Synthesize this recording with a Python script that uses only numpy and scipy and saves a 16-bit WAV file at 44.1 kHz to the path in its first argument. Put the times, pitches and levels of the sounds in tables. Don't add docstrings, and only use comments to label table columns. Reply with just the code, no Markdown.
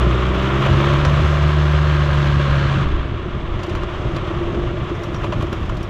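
import sys
import numpy as np
from scipy import signal
from scipy.io import wavfile

SR = 44100
rng = np.random.default_rng(int(sys.argv[2]) if len(sys.argv) > 2 else 0)


def gain_from_decibels(decibels):
    exponent = np.asarray(decibels, float) / 20
    return 10 ** exponent


def master(y):
    cut = np.clip(np.atleast_2d(y).T, -1, 1)
    pcm = np.round(cut * 32767)
    wavfile.write(sys.argv[1], SR, pcm.astype(np.int16))


N = 259749

# start_s [s], firing_hz [Hz]
ENGINE_SPEED = [(0, 60), (.3, 63.3), (.63, 67.27), (.85, 70.1), (1.0, 71.45), (1.21, 73.4), (1.5, 73.84),
                (1.83, 74.1), (2.1, 71.98), (2.4, 70.8), (2.81, 68.8), (2.86, 67.66), (3.05, 60.84),
                (3.2, 57)]
# start_s [s], effort_db [dB]
METAL_EFFORT = [(0, -2.5), (.3, -3.5), (.88, 0.5), (1.58, -1.5), (2.6, -2), (2.82, -2), (2.88, -8.5),
                (3.13, -13.5), (3.4, -13.5), (3.62, -11), (4.1, -10), (4.5, -10.5), (5.1, -12),
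                (5.53, -12.5), (5.89, -14.5)]
# firing_hz [Hz], level_db [dB]
FRAME_RESPONSE = [(60, -16.5), (63.5, -21), (67.3, -27), (70.5, -21.5), (73.9, -17)]
# pitch_hz [Hz], width_hz [Hz], level_db [dB]
PIPE_MODES = [(195, 50, 0), (365, 90, -2), (575, 90, -8)]
# pitch_hz [Hz], width_hz [Hz], level_db [dB]
SILENCER_MODES = [(341.4, 60.4, 8), (601, 133, -6), (283, 26, -12), (470, 640, -12)]
# pitch_hz [Hz], width_hz [Hz], level_db [dB]
INTAKE_MODES = [(1597, 185, 2), (557, 130, 4.5), (4120, 770, -16)]
# pitch_hz [Hz], width_hz [Hz], level_db [dB]
CASING_MODES = [(1060, 536, 7.5), (1423, 80, -4.5), (727, 420, -0.5), (1834, 620, -6.5), (2182, 735, -1),
                (2808, 510, -5.5), (3183, 940, -3), (4630, 1300, -26.5)]
# pitch_hz [Hz], width_hz [Hz], level_db [dB]
FIN_MODES = [(5000, 2350, 2), (6470, 890, 2.5), (6860, 1770, -2), (9400, 1300, -16)]
# start_s [s] (middle of the gust), rumble_db [dB], flutter_db [dB]
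WIND_GUSTS = [(.06, 7, 4.5), (.34, 9, 3), (.72, .3, 8), (1.0, 7, 5.5), (1.19, 9, 6), (1.44, 7, 3),
              (1.77, -10, -1), (2.34, 4, 3), (2.52, 16, 2.5), (2.81, 10, 6), (2.94, 13, 1),
              (3.301, 6, -1.5), (3.55, 9.5, .3), (3.78, 8.5, 0.3), (4.07, 4, 3.5), (4.21, 7, -0.5),
              (4.42, 6, 0.5), (4.52, 2.5, 4), (4.65, 8, 2.5), (5.09, -3, -2), (5.4, -1, 4.5), (5.7, 8, 3)]
# start_s [s], level_db [dB peak], knock_db [dB re level], tick_db [dB re level]
BUMPS = [(0.621, -34, 14, -21), (0.6607, -33.5, 22, -16), (0.728, -28, 8, -30), (0.9323, -29, 8, -28),
         (1.049, -20.5, 7.5, -37.5), (2.1692, -34.5, 0, -27), (3.5914, -37.5, 12.5, -32),
         (3.631, -29, 6, -25), (3.6614, -38.5, -1, -20), (3.693, -29, 5, -26), (3.7503, -30, 11.5, -20.5),
         (3.7733, -44, 3, -21), (3.8327, -35, 11, -25), (4.1623, -29, 10, -26), (5.0329, -30.5, -1, -18),
         (5.143, -31, 8, -25), (5.23, -43, 19, -21), (5.2403, -30.5, 14, -22.5), (5.3217, -28.5, 13.5, -31),
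         (5.3324, -42, 14, -27), (5.4067, -39, 11, -16), (5.422, -30.5, 7, -19.5), (5.4644, -39, 8, -31),
         (5.5262, -28.5, 9, -17), (5.693, -32.5, 8, -26), (5.7422, -45.5, 8, -17), (5.7678, -33.5, -1, -23),
         (5.8277, -32.5, -3, -14.5)]
# pitch_hz [Hz], width_hz [Hz], level_db [dB]
KEY_MODES = [(3460, 2600, 13.5), (4970, 340, -16), (5730, 200, 12), (6240, 2000, -4), (6950, 370, 9)]
# pitch_hz [Hz], width_hz [Hz], level_db [dB]
PANEL_MODES = [(1045, 450, -2.5), (2660, 1230, -17.5), (576, 205, -3)]
# pitch_hz [Hz], width_hz [Hz], level_db [dB]
KEY_TIP_MODES = [(9860, 1500, 1.5), (12500, 2000, 1.5), (8600, 1100, 0), (15000, 1500, -8)]
# start_s [s], level_db [dB peak]
STRAY_POPS = [(3.259, -16), (3.376, -33), (3.681, -13.5), (3.761, -35), (3.967, -17), (4.303, -16.5),
              (4.411, -11.5), (4.475, -11.5), (4.538, -13.5), (4.598, -14), (4.915, -10.5), (5.248, -13),
              (5.438, -16), (5.642, -27)]
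# start_s [s], level_db [dB peak], pitch_hz [Hz]
KEY_PINGS = [
    (5.0355, -39, 5630),
    (5.1445, -39, 5630),
    (5.1627, -38, 5660),
    (5.5293, -41, 5620),
    (5.8314, -41, 5600),
]

THROTTLE_OPENS_S, THROTTLE_SHUTS_S, ENGINE_STALLS_S = 0.63, 2.835, 3.2


def rms_one(x):
    return x / np.sqrt(np.mean(x ** 2) + 1e-20)


def in_time(rows):
    s, *columns = np.transpose(rows)
    return [np.interp(np.arange(N) / SR, s, column) for column in columns]


def after(s, over):
    return np.clip((np.arange(N) / SR - s) / over + 0.5, 0, 1)


def swell(s, width):
    return np.exp(-((np.arange(N) / SR - s) / width) ** 2)


def drift(rate_hz):
    hop = 40
    r = np.exp(-2 * np.pi * rate_hz * hop / SR)
    noise = rng.standard_normal(N // hop + 2002)
    slow = signal.lfilter([1], [1, -2 * r, r * r], noise)[2000:]
    return np.interp(np.arange(N) / hop, np.arange(len(slow)), rms_one(slow))


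def resonate(x, modes):
    out = 0
    for k, (pitch_hz, width_hz, level_db) in enumerate(modes):
        r = np.exp(-np.pi * width_hz / SR)
        poles = [2, -4 * r * np.cos(2 * np.pi * pitch_hz / SR), 2 * r * r]
        y = x + 1e-18
        for _ in range(2):
            y = signal.lfilter([1 - r * r, 0, r * r - 1], poles, y)
        out = out + (-1) ** k * gain_from_decibels(level_db) * y
    return out


def band(x, low_hz, high_hz, order=2):
    return signal.sosfilt(signal.butter(order, [low_hz, high_hz], "band", fs=SR, output="sos"), x)


def even_firing():
    return 1 - after(ENGINE_STALLS_S - 0.03, 0.06)


def gulps(turns):
    pulse = 0.45 * np.cos(2 * np.pi * turns) + 0.3 * np.cos(4 * np.pi * turns)
    return (1 + even_firing() * pulse) * rng.standard_normal(N)


def exhaust(turns, first_db, second_db, pulse_db):
    angle = 2 * np.pi * turns
    drone = gain_from_decibels(first_db + 0.18 * drift(7.1)) * np.sin(angle)
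    drone += gain_from_decibels(second_db + 0.6 * drift(9)) * np.sin(2 * angle - 0.4)
    fan = gain_from_decibels(-39 + 3.2 * drift(10)) * np.sin(4.5 * angle)
    fired = np.diff(np.floor(turns + 0.003 * drift(40)), prepend=0) > 0
    kicks = fired * gain_from_decibels(1.2 * rng.standard_normal(N))
    pulses = rms_one(resonate(kicks, PIPE_MODES))
    return even_firing() * (np.sqrt(2) * (drone + fan) + gain_from_decibels(pulse_db) * pulses)


def silencer(level_db):
    puffs_per_s = 45
    puffs = (rng.random(N) < puffs_per_s / SR) * rng.choice([-1, 1], N)
    puffs = puffs * gain_from_decibels(3 * np.minimum(rng.exponential(1, N), 3))
    gas = 0.41 * rms_one(puffs) + rng.standard_normal(N)
    return gain_from_decibels(level_db - 2.1 + 0.53 * drift(8.2)) * rms_one(resonate(gas, SILENCER_MODES))


def intake(turns, level_db):
    return even_firing() * gain_from_decibels(level_db + 1.5) * rms_one(resonate(gulps(turns), INTAKE_MODES))


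def metal(turns, casing_db, hiss_db, ring_db):
    shake = drift(24)
    casing = rms_one(band(resonate(rng.standard_normal(N), CASING_MODES), 448, 3940, order=4))
    casing *= gain_from_decibels(casing_db - 0.14 + 0.66 * shake + 0.64 * drift(41))
    casing *= 1 + 0.15 * even_firing() * np.cos(2 * np.pi * turns)
    hiss = rms_one(band(resonate(rng.standard_normal(N), FIN_MODES), 4000, 8030))
    hiss *= gain_from_decibels(hiss_db + 1.0 + 0.99 * shake + 0.53 * drift(40))
    fin_tips = [(12830, 1500, -0.5), (10130, 1900, -4.5)]      # pitch_hz, width_hz, level_db
    ring = rms_one(resonate(gulps(turns), fin_tips))
    ring *= gain_from_decibels(ring_db - 1.0 + 1.3 * shake + 1.3 * drift(60))
    return casing + hiss + ring


def wind(rumble_db, flutter_db):
    rumble = rms_one(band(rng.standard_normal(N), 9.9, 65)) * gain_from_decibels(rumble_db + 3.0)
    buffets_per_s = 600
    buffets = (rng.random(N) < buffets_per_s / SR) * rng.standard_normal(N) + 1e-18
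    flutter = band(buffets, 49.5, 156.7) + 0.14 * band(buffets, 124.5, 370)
    return rumble + rms_one(flutter) * gain_from_decibels(flutter_db + 6.5 + 1.0 * drift(26))


def rattles():
    start_s, level_db, knock_db, tick_db = np.transpose(BUMPS)
    at = np.round(start_s * SR).astype(int)
    hits = np.zeros((3, N))
    hits[:, at] = gain_from_decibels(level_db - 7.5), gain_from_decibels(level_db + knock_db - 2.0), gain_from_decibels(level_db + tick_db - 4)
    rise, quick, slow = np.exp(-1 / (np.array([0.0012, 0.006, 0.025]) * SR))
    burst = signal.lfilter([1], [1, -quick], hits) + 0.12 * signal.lfilter([1], [1, -slow], hits)
    burst = signal.lfilter([1 - rise], [1, -rise], burst)
    contacts = rng.standard_normal((3, N)) * gain_from_decibels(2.5 * drift(300))
    out = 0
    for c, b, modes in zip(contacts, burst, (KEY_MODES, PANEL_MODES, KEY_TIP_MODES)):
        out = out + resonate(c * b, modes) / np.std(resonate(c, modes))
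    return out


def strike(start_s, level_db, pitch_hz, t60):
    age = np.maximum(np.arange(N) / SR - start_s, 0)
    return gain_from_decibels(level_db - 60 * age / t60) * np.sin(2 * np.pi * pitch_hz * age)


def pops():
    return sum(strike(s, db - 5.5, 347.0, t60=0.14) for s, db in STRAY_POPS)


def pings():
    return sum(strike(s, db, hz, t60=0.041) for s, db, hz in KEY_PINGS)


def scene():
    (firing_hz,), (effort_db,) = in_time(ENGINE_SPEED), in_time(METAL_EFFORT)
    turns = 0.2 + np.cumsum(firing_hz) / SR
    opened, shut = after(THROTTLE_OPENS_S, 0.055), after(THROTTLE_SHUTS_S, 0.036)
    slip = 1 - after(1.0, 0.29)

    fade_s = 0.27
    first_db = np.interp(firing_hz, *np.transpose(FRAME_RESPONSE))
    first_db += 3 * shut - 24 * after(ENGINE_STALLS_S - fade_s / 2, fade_s)
    second_db = -24 * (1 - opened) - 18 * (opened - shut) - 39 * shut
    pulse_db = -33.5 + 8.5 * slip - 11 * shut

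    silencer_db = -24.5 - 8.5 * after(1.47, 1.1) + 6.5 * shut * swell(4.49, 1)

    wide = after(THROTTLE_OPENS_S, 0.2)
    intake_db = -49 * (1 - wide) + wide * (-36.5 + 2 * np.arange(N) / SR)
    intake_db -= 17 * after(THROTTLE_SHUTS_S, 0.34)

    lull_db, rough = -10.5 * swell(3.1, 0.46), after(4.9, 0.2)
    casing_db = -25 + 0.76 * effort_db + 1.66 * slip
    hiss_db = -48 + effort_db + 0.2 * lull_db + 2.5 * rough
    ring_db = -62 + 1.25 * effort_db + lull_db + 6.5 * rough

    gust_s = 0.073
    rumble_db, flutter_db = sum(np.outer(db, swell(s, gust_s)) for s, *db in WIND_GUSTS)
    rumble_db += -41 + 6.5 * shut
    flutter_db += -32

    mix = exhaust(turns, first_db, second_db, pulse_db) + silencer(silencer_db)
    mix += intake(turns, intake_db) + metal(turns, casing_db, hiss_db, ring_db)
    mix += wind(rumble_db, flutter_db) + rattles() + pops() + pings()
    return mix[None]


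def top_cut(x):
    return signal.sosfilt(signal.butter(12, 15700, fs=SR, output="sos"), x)


def record(dry):
    dull = signal.sosfilt(signal.butter(2, 14200, fs=SR, output="sos"), dry)
    return top_cut(1.3 * np.tanh(dull / 1.3))


dry = scene()
out = record(dry)
master(out)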